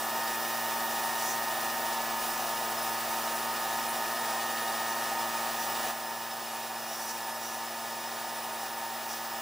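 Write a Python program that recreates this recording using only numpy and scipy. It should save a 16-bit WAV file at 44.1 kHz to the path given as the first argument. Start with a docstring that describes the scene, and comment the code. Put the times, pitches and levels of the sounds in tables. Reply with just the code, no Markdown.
"""Inside a closed steel cabinet, a rusty axe head is sandblasted.
The air jet hisses and roars in the box's resonances, and the grit sizzles brighter where it meets the
steel squarely. The gun rings thinly, the nozzle whistles and edges of the steel sing in short spurts.
Behind it a pump buzzes, the dust extractor whines and stray air bumps softly.
Just before six seconds the jet, grit, whistle and machines step down in level together."""
import sys
import numpy as np
from scipy import signal
from scipy.fft import rfft, irfft, next_fast_len
from scipy.io import wavfile

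SR = 44100
rng = np.random.default_rng(int(sys.argv[2]) if len(sys.argv) > 2 else 0)


def transcribe(signal):
    """Save signal, clipped to [-1, 1], as a 16-bit WAV file at the path in sys.argv[1]."""
    frames = np.atleast_2d(signal).T
    limited = np.clip(frames, -1, 1)
    pcm = np.round(limited * 32767).astype(np.int16)
    wavfile.write(sys.argv[1], SR, pcm)


N = 414981
TIME = np.arange(N) / SR
FFT_SIZE = next_fast_len(N)
FREQS = np.maximum(np.arange(FFT_SIZE // 2 + 1) * SR / FFT_SIZE, 1)

# the extractor's blade tone, following its speed: time_s, pitch_hz
BLADE_PITCH = [(0.0, 14964), (2.38, 14920), (4.04, 14938), (4.27, 15003), (4.9, 15003), (5.16, 14914),
               (6.4, 14872), (6.79, 14805), (7.52, 14864), (9.41, 14875)]
# the fader ride on that tone: time_s, level_db
BLADE_LEVEL = [(0, -44), (.6, -42.5), (3.5, -44.2), (4.6, -45.5), (5.4, -45.5), (5.85, -44), (6.7, -46.5),
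               (8, -46.6), (9.41, -44)]
# the jet sweeps squarely over the steel: centre_s, width_s, grit_db, spray_db
JET_SWEEPS = [(0.0, .07, -48, -44), (1.25, 0.1, -48, -45), (2.27, 0.073, -50, -43), (4.91, 0.046, -46, -58),
              (5.64, 0.037, -45, -47), (5.83, .05, -55, -50), (7.04, 0.14, -43, -43),
              (7.48, 0.072, -42, -58), (8.05, .07, -49, -58), (9.12, .06, -45, -54)]


def from_db(db):
    """Decibels to gain."""
    return 10 ** (np.asarray(db) / 20)


def unit_rms(x):
    """Scale to an rms of one."""
    return x / np.sqrt(np.mean(x ** 2) + 1e-20)


def over_time(points):
    """An automation curve, read at every sample."""
    return np.interp(TIME, *np.transpose(points))


def over_hz(points):
    """An EQ curve, joined by straight lines in log frequency."""
    hz, value = np.transpose(points)
    return np.interp(np.log(FREQS), np.log(hz), value)


def swell(centre_s, width_s):
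    """A smooth rise and fall around one moment."""
    return np.exp(-.5 * ((TIME - centre_s) / width_s) ** 2)


def gate(start_s, end_s, fade_s=.02):
    """Open between two moments, with short fades."""
    return np.clip(np.minimum(TIME - start_s, end_s - TIME) / fade_s + .5, 0, 1)


def drift(rate_hz):
    """A slow random wander with an rms of about one."""
    hop, run_in = 100, 2000
    pole = np.exp(-2 * hop * np.pi * rate_hz / SR)
    noise = rng.standard_normal(N // hop + run_in + 2)
    slow = signal.lfilter([1], [1, -2 * pole, pole * pole], noise)[run_in:]
    return np.interp(np.arange(N) / hop, np.arange(len(slow)), unit_rms(slow))


def running_phase(hz):
    """Phase of a rotation that starts anywhere."""
    return 2 * np.pi * (np.cumsum(hz) / SR + rng.random())


def tone(phase, level_db):
    """A sine of the given rms level."""
    return np.sqrt(2) * from_db(level_db) * np.sin(phase)


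def breathy_tone(pitch_hz, width_hz):
    """A whistle fed by turbulence: noise in a narrow band."""
    phase = running_phase(np.full(N, pitch_hz))
    return unit_rms(drift(width_hz) * np.sin(phase) + drift(width_hz) * np.cos(phase))


def stereo_colour(excitation, colour_db):
    """EQ two unrelated signals as mid and side; the image is widest in the treble."""
    # stereo width: frequency_hz, side_minus_mid_db
    stereo_width = [(200, -64), (380, -30), (700, -62), (1000, -9.5), (1700, -45), (2500, -18),
                    (4000, -22.5), (6000, -12), (8000, -8), (10500, -2.5), (15000, -2)]
    mid, side = rfft(excitation, FFT_SIZE) * from_db(colour_db)
    side = side * from_db(over_hz(stereo_width))
    mid, side = irfft(np.array([mid, side]), FFT_SIZE)[:, :N]
    return np.array([mid + side, mid - side]) / np.std(mid)


def air_band(centre_hz, bandwidth_hz):
    """Stereo noise in one band with soft skirts."""
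    band_db = -20 * np.log10(1 + (2 * (FREQS - centre_hz) / bandwidth_hz) ** 2)
    return stereo_colour(rng.standard_normal((2, N)), band_db)


def cabinet_eq(echo_count=24):
    """The resonances as a curve in dB, finely rippled by many short wall echoes."""
    # peaks and hollows of the cabinet, gun and steel: centre_hz, width_hz, gain_db
    resonances = [(141, 13, 3), (253, 4.2, 15.5), (402.5, 14, 6.5), (617.5, 19, 6), (675, 65, 4.5),
                  (765, 32, 9), (917.5, 61, 11), (1150, 41, 4.5), (1212, 16, 7.5), (1302, 6.6, 8),
                  (1475, 33, 10), (1752, 125, 6.5), (1900, 70, 4.5), (2220, 48, 7.5), (2471, 78, 10),
                  (2650, 33, 3), (2886, 58, 8), (2986, 37, 3), (3200, 54, 3), (3420, 49, 2.5),
                  (3753, 76, 5.5), (3880, 90, 5), (4495, 136, 9), (5290, 150, 5.5), (5750, 170, 5),
                  (8300, 71, 2), (9070, 52, 6), (10450, 190, 4.5), (575, 27, -5), (1500, 70, -3.5),
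                  (4150, 200, -1.5)]
    peaks_db = sum(db / (1 + (2 * (FREQS - hz) / width) ** 2) for hz, width, db in resonances)
    echoes = np.zeros(FFT_SIZE)
    echoes[0] = 1
    delays_s = rng.uniform(.003, .025, echo_count)
    echoes[(delays_s * SR).astype(int)] = .05 * rng.choice([-1, 1], echo_count)
    return peaks_db + 20 * np.log10(np.abs(rfft(echoes)))


def air_puffs(band_hz=(35, 90)):
    """Deflected air gives soft low bumps."""
    # stray puffs: centre_s, width_s, level_db
    puffs = [(1.95, .02, -73), (2.24, .03, -66), (5.04, .05, -73), (6.03, .02, -68)]
    envelope = sum(from_db(level_db) * swell(s, width) for s, width, level_db in puffs)
    low_band = signal.butter(2, band_hz, "band", fs=SR, output="sos")
    return envelope * unit_rms(signal.sosfilt(low_band, rng.standard_normal(N)))


def pump(jitter_hz=.047, waver_db=.78, scatter_rad=.077, smear_rad=.5):
    """Each stroke starts a buzz of harmonics; the box smears them and moving hands make them waver."""
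    # the pump's pace: time_s, strokes_per_s
    stroke_rate = [(0, 115.1), (1.5, 115.2), (2.4, 114.8), (3.2, 114.9), (4.5, 115.25), (5.4, 115.02),
                   (6.8, 114.92), (9.41, 115.05)]
    # its buzz: harmonic, level_db
    harmonics = [(1, -61.5), (2, -51), (3, -53.5), (4, -72.5), (5, -53), (7, -47.5), (8, -43.5), (9, -50),
                 (10, -54.5), (15, -47.5), (17, -55.5), (24, -56), (25, -58.5), (26, -59.5), (28, -61.5),
                 (30, -58)]
    # a panel ringing with the sixteenth harmonic: time_s, level_db
    panel_ring = [(0, -50), (.2, -43.5), (1.9, -44.5), (2.02, -54.5), (4.5, -42.5), (6.6, -51),
                  (9.41, -49.5)]
    stroke = running_phase(over_time(stroke_rate) + jitter_hz * drift(8.4))
    buzz = np.zeros(N)
    for harmonic, level_db in harmonics + [(16, over_time(panel_ring))]:
        phase_shift = smear_rad * rng.standard_normal() + scatter_rad * drift(3.6)
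        buzz += tone(harmonic * stroke + phase_shift, level_db + waver_db * drift(6.2))
    return buzz


def extractor(jitter_hz=2.5, waver_db=1.0, whine_trim_db=2.5, right_phase_rad=.36, overtone_db=-60):
    """The fan's thin blade whine, over the motor's note and one high overtone of that note."""
    # the motor's note: time_s, level_db
    motor_level = [(0, -45.5), (3.7, -44), (4.4, -42.3), (6.4, -47.5), (6.8, -53), (7.5, -46.5),
                   (9.41, -47)]
    blade_phase = running_phase(over_time(BLADE_PITCH) + jitter_hz * drift(21.5))
    motor_phase = blade_phase / 12
    whine_db = over_time(BLADE_LEVEL) + whine_trim_db
    # the whine's short waves reach each side with a phase and a waver of their own
    whine = np.array([tone(blade_phase + shift, whine_db + waver_db * drift(40))
                      for shift in (0, right_phase_rad)])
    motor = tone(motor_phase, over_time(motor_level) + .5 * drift(2.8))
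    overtone = tone(9 * motor_phase, overtone_db + 3 * drift(20))
    return whine + motor + overtone


def fan_hiss(bandwidth_hz=1700, trim_db=-6):
    """Unsteady air spreads a skirt of hiss around the blade tone."""
    centre_hz = np.mean(over_time(BLADE_PITCH))
    return from_db(over_time(BLADE_LEVEL) + trim_db) * air_band(centre_hz, bandwidth_hz)


def gun_ring(pitch_hz=5215, width_hz=23, level_db=-53.5):
    """Air rushing through the gun keeps one of its resonances sounding."""
    return from_db(level_db) * breathy_tone(pitch_hz, width_hz)


def nozzle_whistle(width_hz=28, waver_db=2):
    """A faint, unsteady edge tone holds one pitch, breaks off and returns lower."""
    # held whistles: start_s, end_s, pitch_hz, level_db
    notes = [(-.2, 5.08, 9745, -53.5), (5.8, 9.6, 9670, -54.8)]
    whistle = sum(from_db(level_db) * gate(start, end) * breathy_tone(hz, width_hz)
                  for start, end, hz, level_db in notes)
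    return whistle * from_db(waver_db * drift(2.8))


def edge_spurts():
    """Air split by an edge of the steel sings briefly in a broad band."""
    # the jet catches an edge: centre_s, width_s, centre_hz, bandwidth_hz, level_db
    spurts = [(1.293, .018, 6100, 700, -42), (1.278, .045, 7100, 2600, -44.3), (6.93, .05, 5650, 600, -47),
              (7.13, .04, 5500, 700, -50), (7.47, .05, 13200, 1400, -54.5), (9.13, .045, 5450, 900, -50)]
    return sum(from_db(level_db) * swell(s, width) * air_band(hz, bandwidth)
               for s, width, hz, bandwidth, level_db in spurts)


def grit(cabinet_db, grains_per_s=9000, glancing_db=-57, clump_db=3):
    """Thousands of grains tick on the steel each second, in clumps, and harder in each sweep."""
    # the sizzle's colour: frequency_hz, gain_db
    grit_eq = [(2500, -30), (4700, -3.5), (5200, -6), (5900, 4.5), (6400, -4), (7500, -3), (9500, -14),
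               (11800, -6), (13400, -11), (14500, -24)]
    ticks = (rng.random((2, N)) < grains_per_s / SR) * rng.standard_normal((2, N))
    sizzle = stereo_colour(ticks, over_hz(grit_eq) + cabinet_db)
    sweep_power = sum((from_db(db) * swell(s, width)) ** 2 for s, width, db, _ in JET_SWEEPS)
    envelope = np.sqrt(from_db(glancing_db) ** 2 + sweep_power)
    return sizzle * envelope * from_db(clump_db * drift(8.7))


def air_jet(cabinet_db, roar_db=-36.5, hiss_db=-40.6, spray_db=-47.5, flutter_db=.67):
    """With the trigger held, turbulence roars in the box, hisses at the nozzle and sprays off steel."""
    # the colours of the three layers: frequency_hz, gain_db
    roar_eq = [(20, -47), (60, -31.5), (102, -33), (130, -19), (310, -17), (370, -9.5), (560, -7.5),
               (620, -3), (900, -3), (1020, -7), (1400, -7), (1600, -10.5), (2300, -19.5), (5000, -31.5)]
    hiss_eq = [(300, -25), (1000, -17), (2000, -2.5), (3700, 0.5), (4200, -1), (7000, -0.5), (10500, -5.5),
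               (11800, -9), (16000, -35)]
    spray_eq = [(3000, -29), (6000, -1), (8000, 3.5), (10600, 3), (11700, 0.5), (13000, 4), (16000, 0)]
    # roar and hiss swell briefly: centre_s, width_s, rise_db
    surges = [(4.32, 0.093, 0.9), (5.87, .06, 0.9), (8.3, .2, 0.7)]
    # the jet is off the steel while the axe head is turned: start_s, end_s, spray_change_db
    axe_turn = (1.96, 2.2, -9)
    roar, hiss, spray = (stereo_colour(rng.standard_normal((2, N)), over_hz(eq) + cabinet_db)
                         for eq in (roar_eq, hiss_eq, spray_eq))
    surge_db = sum(rise_db * swell(s, width) for s, width, rise_db in surges)
    build_db = -2.5 * np.exp(-TIME / .1)  # the pressure builds at the start
    hiss_gain = from_db(hiss_db + surge_db + build_db)
    start_s, end_s, spray_change_db = axe_turn
    turn_duck = from_db(spray_change_db * gate(start_s, end_s))
    sweep_power = sum((from_db(db) * swell(s, width)) ** 2 for s, width, _, db in JET_SWEEPS)
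    spray_gain = np.sqrt(from_db(spray_db) ** 2 + sweep_power) * turn_duck
    flutter = from_db(flutter_db * drift(25))  # the grit feeds unevenly
    return roar * from_db(roar_db + surge_db) + flutter * (hiss * hiss_gain + spray * spray_gain)


def scene(step_s=5.908, step_fade_s=.011, step_db=-4):
    """Jet, grit, whistle and machines share a bed that steps down; ring, spurts and puffs ride on top."""
    cabinet_db = cabinet_eq()
    bed = air_jet(cabinet_db) + grit(cabinet_db) + nozzle_whistle() + pump() + extractor() + fan_hiss()
    fader = from_db(step_db * np.clip((TIME - step_s) / step_fade_s, 0, 1))
    return fader * bed + gun_ring() + edge_spurts() + air_puffs()


def record(dry):
    """The right side is nearer the gun, so its treble is earlier and louder; the top is cut steeply."""
    # the treble leans right: frequency_hz, left_minus_right_db
    balance = [(1000, 0), (2400, -.1), (4400, -.6), (8000, -1.1), (15000, -1.6)]
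    left_lag_s, cutoff_hz = 8e-6, 15750
    sides = np.array([[.5], [-.5]])
    pan = from_db(sides * over_hz(balance))
    delay = np.exp(-2j * np.pi * FREQS * left_lag_s * sides)
    low_pass = 1 / np.sqrt(1 + (FREQS / cutoff_hz) ** 600)
    return irfft(rfft(dry, FFT_SIZE) * pan * delay * low_pass, FFT_SIZE)[:, :N]


dry = scene()
out = record(dry)
transcribe(out)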